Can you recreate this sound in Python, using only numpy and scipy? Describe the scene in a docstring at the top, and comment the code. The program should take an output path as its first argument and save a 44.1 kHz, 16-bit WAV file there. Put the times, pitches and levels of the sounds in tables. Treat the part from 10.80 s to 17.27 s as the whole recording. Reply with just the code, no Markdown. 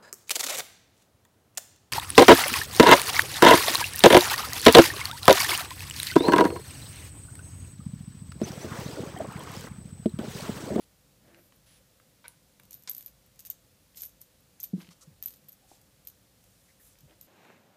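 """A tiny slotted bell jingles in clusters while paws scratch, tap and thump on a parquet floor and fur swishes;
microphone hiss lies over a low room hum. A kitten bats at a dangling toy close to a camera in a quiet room.
The bell is decaying shell modes with dry ticks, and dense random contacts as its pellet rolls.
Scratches, rasps and swishes are grainy noise in bands, taps short noise bursts, thumps damped board modes.
Sparse reflections carry all but the thumps, hiss and hum into the room."""
import sys
import numpy as np
from scipy import signal
from scipy.fft import rfft, irfft
from scipy.io import wavfile

SR = 44100
rng = np.random.default_rng(int(sys.argv[2]) if len(sys.argv) > 2 else 0)


def put_to_file(sound):
    """Save the sound as 16-bit audio at rate SR, in the file named by the first command-line argument."""
    columns = np.atleast_2d(sound).T  # one column per channel
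    safe = np.clip(columns, -1, 1)
    whole_steps = np.round(safe * 32767)
    wavfile.write(sys.argv[1], SR, whole_steps.astype(np.int16))


def magnitude_from_level(level_db):
    """Linear magnitude for a level in decibels (20 dB per decade)."""
    exponent = np.asarray(level_db, float) / 20
    return 10 ** exponent


N = 285327  # length in samples


def evened(x):
    """Normalisation of power: scales to rms 1."""
    return x / np.sqrt(np.mean(x ** 2) + 1e-20)


def read(points, hz):
    """Interpolation along a logarithmic frequency axis, between the points of a table."""
    f, value = np.transpose(points)
    return np.interp(np.log(hz + 1), np.log(f + 1), value)


def add(mix, s, sound):
    """Superposition: adds a sound to the mix in place, from time s."""
    part = mix[round(s * SR):][:len(sound)]
    part += sound[:len(part)]


def fade(t, t60):
    """Exponential decay: falls 60 dB in t60 seconds."""
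    return magnitude_from_level(-60 * t / t60)


def band(x, hz, width_hz):
    """Resonant filtering: a bell-shaped band around hz, thinned far below it, at rms 1."""
    f = np.fft.rfftfreq(len(x), 1 / SR)
    thin_below = f ** 2 / (f ** 2 + (0.15 * hz) ** 2)
    bell_shape = 1 / (1 + ((f - hz) / (width_hz / 2)) ** 2)
    return evened(irfft(rfft(x) * thin_below * bell_shape, len(x)))


def background():
    """Stationary noise: smooth microphone hiss, and narrow noise bands heard as wavering drones of the house."""
    # hiss spectrum, relative: hz, density_db (per Hz)
    hiss_colour = [(12, -63), (20, -44), (38, -8.5), (112, -1.5), (189, -4.5), (218, -8), (295, -12),
                   (401, -15), (544, -13), (974, -19.5), (1180, -19.5), (2120, -21), (4120, -20),
                   (15200, -23)]
    # drones: centre_hz, width_hz, level_db
    drones = [(53.4, 10, -76.5), (117, 33, -82), (190.2, 11, -80.5), (284.5, 24, -82), (515.4, 68, -78)]
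    f = np.fft.rfftfreq(N, 1 / SR)
    coloured = irfft(rfft(rng.standard_normal(N)) * magnitude_from_level(read(hiss_colour, f)), N)
    out = magnitude_from_level(-64) * evened(coloured)
    for hz, width_hz, db in drones:
        out += magnitude_from_level(db) * band(rng.standard_normal(N), hz, width_hz)
    return out


def room(x):
    """Reverberation: sparse reflections of random sign, each frequency band decaying at its own rate."""
    # decay of the room: hz, t60_s
    room_decay = [(300, 0.55), (2000, 0.27), (8000, 0.26), (15000, 0.074)]
    reverb_db, spacing = -12, 20  # spacing in samples
    hits = np.zeros(SR // 2)
    slots = np.arange(160, len(hits) - spacing, spacing)
    hits[slots + rng.integers(0, spacing, len(slots))] = rng.choice([-1., 1.], len(slots))
    hz, t, spectrum = signal.stft(hits, SR, nperseg=256)
    decay = fade(t, read(room_decay, hz)[:, None])
    tail = signal.istft(spectrum * decay, SR, nperseg=256)[1]
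    return magnitude_from_level(reverb_db) * signal.fftconvolve(x, tail / np.linalg.norm(tail))[:N]


def thumps():
    """Modal excitation: a soft push rings the low modes of the boards until the weight settles on them."""
    # body and paws landing: start_s, level_db, pitch_factor, choke_s (time until the weight damps the ring)
    landings = [(3.932, -18.5, 0.96, 0.032), (3.978, -34.5, 0.94, 0.026), (4.021, -47, .9, 0.092),
                (4.081, -44.5, 0.886, 0.047), (4.272, -41, 0.78, 0.023), (4.312, -41.5, 0.46, 0.072),
                (6.23, -46, 0.7, 0.033), (6.254, -40.5, 0.39, 0.035)]
    # board modes before the pitch factor: mode_hz, relative_db, t60_s
    board_modes = [(191, 0, 0.14), (308, -10.5, 0.056), (436, -18, 0.053), (674, -36.5, 0.052)]
    rise_s, choke_t60_s = 0.0047, 0.03
    out, t = np.zeros(N), np.arange(8192) / SR
    bent = t + 0.0015 * (1 - np.exp(-t / 0.0023))  # the loaded board starts stiffer, so the pitch sags
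    push = np.sin(np.pi / 2 * np.minimum(t / rise_s, 1)) ** 2
    for s, db, pitch, choke in landings:
        ring = np.zeros(len(t))
        for hz, mode_db, t60 in board_modes:
            ring += magnitude_from_level(mode_db) * np.sin(2 * np.pi * hz * pitch * bent) * fade(t, t60)
        choked = fade(np.maximum(t - choke, 0), choke_t60_s)
        add(out, s, -magnitude_from_level(db) * ring * push * choked)
    # boards radiate little deep bass
    return signal.sosfilt(signal.butter(3, 120, "high", fs=SR, output="sos"), out)


def grainy_strokes(table, edge, grain_db, colour=None):
    """Amplitude-modulated noise: grains of uneven size under a stroke, in the row's band or a shared colour."""
    out, size = np.zeros(N), (len(table), SR // 2)
    grains = rng.standard_normal(size) * magnitude_from_level(grain_db * np.minimum(rng.exponential(1, size), 4))
    for (s, length, db, *own), grain in zip(table, grains):
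        stroke = signal.windows.tukey(round(length * SR), edge)  # edge: share of the stroke spent fading
        heard = np.zeros(len(grain))
        for hz, width_hz, part_db in colour or [(*own, 0)]:
            heard += magnitude_from_level(part_db) * band(grain, hz, width_hz)
        add(out, s, magnitude_from_level(db) * evened(heard[:len(stroke)]) * stroke)
    return out


def whisks():
    """Broadband air noise: the toy's tail whisks through the air."""
    # strokes: start_s, length_s, level_db
    tail_strokes = [(0, 0.05, -64.5), (.85, 0.15, -64)]
    # their colour: centre_hz, width_hz, relative_db
    air_colour = [(3380, 5700, 1.5), (10150, 640, -5), (10200, 4000, -6.5)]
    return grainy_strokes(tail_strokes, edge=0.33, grain_db=4.0, colour=air_colour)


def slides():
    """Sliding friction: the body drags over the boards, heard through three shared bands."""
    # strokes: start_s, length_s, level_db
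    body_strokes = [(.42, 0.22, -63), (6.27, 0.079, -65)]
    # their colour: centre_hz, width_hz, relative_db
    slide_colour = [(330, 120, -3), (605, 310, -1.5), (1800, 1500, -2)]
    return grainy_strokes(body_strokes, edge=0.53, grain_db=5, colour=slide_colour)


def swishes():
    """Soft band noise with long fades: fur and cloth brushing past, and a 6.5 kHz hiss under the bell's jingling."""
    # soft noises: start_s, length_s, level_db, centre_hz, width_hz
    soft_noises = [(.25, 0.29, -68, 186, 199), (0.55, 0.16, -69, 12900, 4000),
                   (3.93, 0.17, -67, 3700, 8700), (3.98, 0.055, -63.5, 1040, 600),
                   (4.205, 0.038, -68, 1230, 440), (4.105, 0.021, -63.5, 1080, 660),
                   (4.8, .07, -73.5, 750, 140), (3.95, 0.046, -53.5, 314, 130),
                   (3.98, 0.064, -63.5, 11800, 5000), (4.1, 0.041, -60, 5100, 7600),
                   (4.205, 0.04, -57, 6800, 5200), (4.55, 0.14, -67, 185, 88),
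                   (4.86, .13, -64.5, 6700, 11000), (5.55, 0.45, -72, 8300, 8700),
                   (5.875, 0.045, -70, 2050, 400), (5.995, 0.028, -70, 1760, 560),
                   (5.98, 0.13, -63, 12400, 7800), (6, 0.16, -66, 8900, 8300),
                   (3.15, 0.11, -57, 6540, 4000)]
    return grainy_strokes(soft_noises, edge=0.49, grain_db=3.5)


def scratches():
    """Rough, short grainy bursts: friction of claw drags, and a 6.3 kHz rasp within the bell's jingle."""
    # bursts: start_s, length_s, level_db, centre_hz, width_hz
    rough_bursts = [(1.464, .016, -62, 2200, 900), (1.482, 0.042, -69, 9700, 6060),
                    (2.075, 0.022, -48, 6100, 5000), (4.002, 0.012, -55.5, 2520, 2000),
                    (4.013, 0.0097, -55.5, 3500, 5000), (4.028, 0.0061, -58.5, 3000, 4000),
                    (3.804, 0.0074, -48, 6300, 1200)]
    return grainy_strokes(rough_bursts, edge=0.079, grain_db=7.0)


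def catches():
    """Cavity resonance: claws catch the hollow toy, and their friction is heard through its resonances."""
    # strokes: start_s, length_s, level_db
    claw_catches = [(1.442, .022, -50.5), (2.075, 0.0194, -52)]
    # resonances of the toy: centre_hz, width_hz, relative_db
    toy_colour = [(610, 280, -9.5), (1013, 170, -4), (1483, 120, -0.5), (2220, 340, 0.5), (3800, 1800, -2)]
    return grainy_strokes(claw_catches, edge=0.069, grain_db=1.5, colour=toy_colour)


def taps():
    """Impact noise: claw and toy taps are short dull clicks, noise bands that decay without a ring."""
    # taps: start_s, level_db (at the onset), centre_hz, width_hz, t60_s
    tap_rows = [(3.797, -49.5, 4000, 6000, .005), (0.48, -58, 3000, 3000, 0.0088),
                (.546, -46.5, 2500, 3020, 0.0089), (0.723, -54, 1990, 5000, 0.017),
                (1.2, -54, 1490, 2500, 0.014), (1.4813, -30.5, 10800, 5000, 0.0052),
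                (1.798, -51, 1800, 2960, 0.023), (1.799, -46, 11900, 5000, 0.0067),
                (2.075, -36.5, 5300, 6140, 0.021), (3.147, -50, 4040, 5000, .006),
                (4.047, -54, 3000, 4000, 0.0083), (4.069, -54, 2400, 3000, 0.012),
                (4.075, -54, 2950, 5000, 0.0086), (4.09, -48.5, 2360, 3000, 0.0087),
                (6.155, -57, 2500, 3000, .008), (6.297, -57, 2500, 3000, .01), (6.31, -58, 2500, 3000, .01),
                (4.915, -49, 586, 696, 0.031), (1.4813, -43.5, 3000, 5000, 0.0091)]
    out, t = np.zeros(N), np.arange(1024) / SR
    for s, db, hz, width_hz, t60 in tap_rows:
        noise = rng.standard_normal(len(t))
        add(out, s, magnitude_from_level(db) * band(noise, hz, width_hz) * fade(t, t60))
    return out


def strikes(table):
    """Modal synthesis: each contact excites three rings of shell modes and a dry tick that bounces once."""
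    # shell modes in three clusters, the low, middle and top ring; each: mode_hz, relative_db, t60_s (early decay)
    shell_rings = [
        [(12130, 0, .013), (11780, -11, .009), (12450, -12, .011)],
        [(13350, 0, .013), (13740, -11, .011), (12950, -13, .011)],
        [(14800, 0, .011), (14350, -8, .01), (15100, -8, .01)],
    ]
    # colour of the tick, with the air in the shell near 6.5 kHz: hz, relative_db
    tick_colour = [(500, -50), (1500, -18.5), (2500, -9.5), (4000, -4), (5800, -3), (6500, 2.5),
                   (7200, -1.5), (11000, -2.5), (16000, -1.5), (20000, -42)]
    after_db, after_t60_s = -25, 0.055  # what sings on once the pellet lets go
    bounce_s, bounce_db = 0.0014, -1.5  # mean delay, and middle level relative to the tick
    t, lead = np.arange(4096) / SR, 64  # lead: samples of room ahead of the contact
    colour = magnitude_from_level(read(tick_colour, np.fft.rfftfreq(len(t), 1 / SR)))
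    place = rng.standard_normal((len(table), 3, 3, 2))
    bounce, grit = rng.standard_normal((len(table), 2)), rng.standard_normal((len(table), len(t)))
    for (*ring_db, tick_db), p, b, g in zip(table, place, bounce, grit):
        ring = np.zeros(len(t))
        for db, modes, chance in zip(ring_db, shell_rings, p):
            for k, ((hz, mode_db, t60), (detune, share)) in enumerate(zip(modes, chance)):
                decay = fade(t, t60) + magnitude_from_level(after_db) * fade(t, after_t60_s)
                weight = magnitude_from_level(db + mode_db) * (share if k else 1)  # where it lands sets the side modes
                ring += weight * np.sin(2 * np.pi * hz * (1 + 0.0034 * detune) * t) * decay
        ring *= 1 - np.exp(-t / 0.00018)  # soft onset
        contact = (t == 0) + g * (0.36 * fade(t, 0.0014) + 0.065 * fade(t, 0.06))
        tick = irfft(rfft(np.roll(contact, lead)) * colour, len(t))
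        tick *= magnitude_from_level(tick_db) / abs(tick).max()
        delay = round(SR * bounce_s * (1 + 0.15 * b[0]))
        again = np.roll(tick, delay) * magnitude_from_level(bounce_db + 3.9 * b[1])
        yield np.roll(np.roll(ring, lead) + tick + again, -lead)[:-lead]


def clear_strikes():
    """Isolated impacts: the pellet strikes the shell in clusters, each with its own balance of rings and tick."""
    # strikes: start_s, low_ring_db, middle_ring_db, tick_db (peak)
    strike_rows = [(0.7613, -59, -54, -75), (1.8339, -51, -60, -46.5), (1.8529, -52, -71, -48),
                   (1.9086, -60, -40, -34.5), (1.921, -50, -51, -38), (1.93, -42, -53, -36),
                   (1.942, -39, -31, -37), (2.024, -50, -57, -46), (2.036, -46, -57, -43),
                   (2.0957, -23.5, -25, -26), (2.0967, -29, -30, -26), (2.104, -26, -39, -41),
                   (2.113, -24.5, -29, -31.5), (2.1327, -40, -41, -41), (2.1488, -32, -39, -30.5),
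                   (2.166, -35, -39, -37), (2.181, -29.5, -33, -32), (2.208, -38, -51, -37),
                   (2.226, -44, -57, -35), (2.247, -54, -49, -48), (2.2613, -29.5, -32, -38),
                   (2.2708, -39, -60, -41), (2.2804, -53, -62, -39.5), (2.463, -53, -62, -48.5),
                   (2.559, -60, -65, -48), (2.5919, -47, -59, -38), (2.5975, -58, -41, -36),
                   (2.6048, -60, -48, -33.5), (2.651, -39, -50, -35), (2.6572, -55, -40, -37.5),
                   (2.662, -35, -42, -38.5), (2.668, -45, -57, -36), (2.701, -26.5, -20.5, -32),
                   (2.71, -46, -60, -38), (3.1592, -53, -49, -43), (3.1722, -54, -60, -32.5),
                   (3.1752, -49, -41, -43), (3.18, -43, -46, -35), (3.208, -43, -46, -32),
                   (3.22, -25, -42, -32), (3.2342, -30, -43, -30), (3.2524, -35, -40, -43),
                   (3.26, -33, -45, -40), (3.2925, -57, -64, -47), (3.415, -41, -53, -39.5),
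                   (3.423, -45, -51, -47), (3.6059, -57, -71, -65), (3.8015, -32, -54, -32.5),
                   (3.8165, -55, -46, -42), (3.831, -26, -40, -33), (3.8365, -29, -24, -36),
                   (3.8411, -25, -60, -29.5), (4.4256, -38, -26, -30.5), (4.437, -32, -54, -35),
                   (4.4417, -42, -49, -33.5), (4.459, -18.5, -41, -29.5), (4.4766, -32, -42, -36),
                   (4.4817, -60, -38, -35), (4.506, -56, -47, -36.5), (4.5278, -53, -58, -44),
                   (4.538, -62, -46, -42), (4.56, -52, -66, -48), (4.5698, -57, -70, -50),
                   (4.6429, -56, -70, -60), (4.6853, -41, -52, -44), (4.6937, -39, -57, -48),
                   (4.7206, -43, -60, -56), (4.7288, -46, -53, -46), (5.015, -57, -65, -44.5),
                   (5.2504, -47, -70, -49), (5.2718, -29, -56, -36), (5.2846, -36, -70, -42),
                   (5.3, -43, -66, -43), (5.6407, -57, -69, -47.5), (6.187, -55, -59, -45),
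                   (6.207, -52, -63, -45), (6.412, -38, -51, -36), (6.43, -53, -55, -42)]
    top_ring_db = -21  # relative to the stronger of the other two rings
    out = np.zeros(N)
    levels = [(low, middle, max(low, middle) + top_ring_db, tick) for _, low, middle, tick in strike_rows]
    for (s, *_), sound in zip(strike_rows, strikes(levels)):
        add(out, s, sound)
    return out


def rolling():
    """Shot noise: a shower of tiny random contacts as the pellet rolls round the shell after a jolt."""
    # rolls: start_s, build_up_s, level_db (the peak rms comes out 1.2 dB above it), t60_s
    roll_rows = [(1.9, .03, -53.5, 0.3), (2.095, .003, -52, 0.23), (2.15, 0.036, -49.5, 0.21),
                 (2.26, .01, -59, 0.13), (2.592, .002, -54, 0.13), (2.65, 0.015, -53, 0.065),
                 (2.7, .005, -56, 0.11), (3.15, 0.033, -48.5, 0.29), (3.2, 0.047, -47.5, 0.12),
                 (3.403, .006, -60, .2), (3.8, .003, -54, .12), (3.825, 0.012, -43, 0.13),
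                 (4.425, .005, -55, 0.34), (4.455, .012, -50, 0.23), (4.685, .003, -48, 0.041),
                 (4.715, 0.0084, -55.5, 0.092), (5.272, .003, -53, 0.13), (6.41, .003, -59, 0.21)]
    # balance of one contact, relative: low_ring_db, middle_ring_db, top_ring_db, tick_db
    roll_mix = [0, -3, -17, -5]
    contacts_per_s = 1100
    kinds = list(strikes([roll_mix] * 8))  # eight variants to draw from
    happens = rng.random(N) < contacts_per_s / SR
    size = magnitude_from_level(3.5 * np.minimum(rng.exponential(1, N), 4)) * happens
    kind = rng.integers(0, len(kinds), N)

    def shower(gain):
        """Convolution: places every contact's sound at its moment and strength."""
        return sum(signal.oaconvolve(gain * size * (kind == k), v)[:N] for k, v in enumerate(kinds))

    level, t = np.zeros(N), np.arange(SR // 2) / SR
    for s, build, db, t60 in roll_rows:
        add(level, s, magnitude_from_level(db) * np.minimum(t / build, 1) * fade(np.maximum(t - build, 0), t60))
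    return shower(level) / np.std(shower(0.87))


def bell():
    """Impact excitation of a shell: clear strikes, and the shower of the rolling pellet."""
    return clear_strikes() + rolling()


def scene():
    """Direct and reverberant field: bell, paws and fur in the room, with thumps and background added dry."""
    rough = scratches() + catches()
    soft = swishes() + slides() + whisks()
    near = bell() + taps() + rough + soft
    return (near + room(near) + thumps() + background())[None]


def low_pass(x):
    """Removes everything above the highest recorded frequency."""
    return signal.sosfilt(signal.butter(12, 16500, fs=SR, output="sos"), x)


def record(dry):
    """Band limiting: the recorder's upper band edge removes the highest treble."""
    # band edge: hz, gain_db
    band_edge = [(15250, 0), (15500, -24), (16500, -26), (22050, -60)]
    gain = magnitude_from_level(read(band_edge, np.fft.rfftfreq(N, 1 / SR)))
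    mix = irfft(rfft(dry) * gain, N)
    return low_pass(mix)


dry = scene()
out = record(dry)
put_to_file(out)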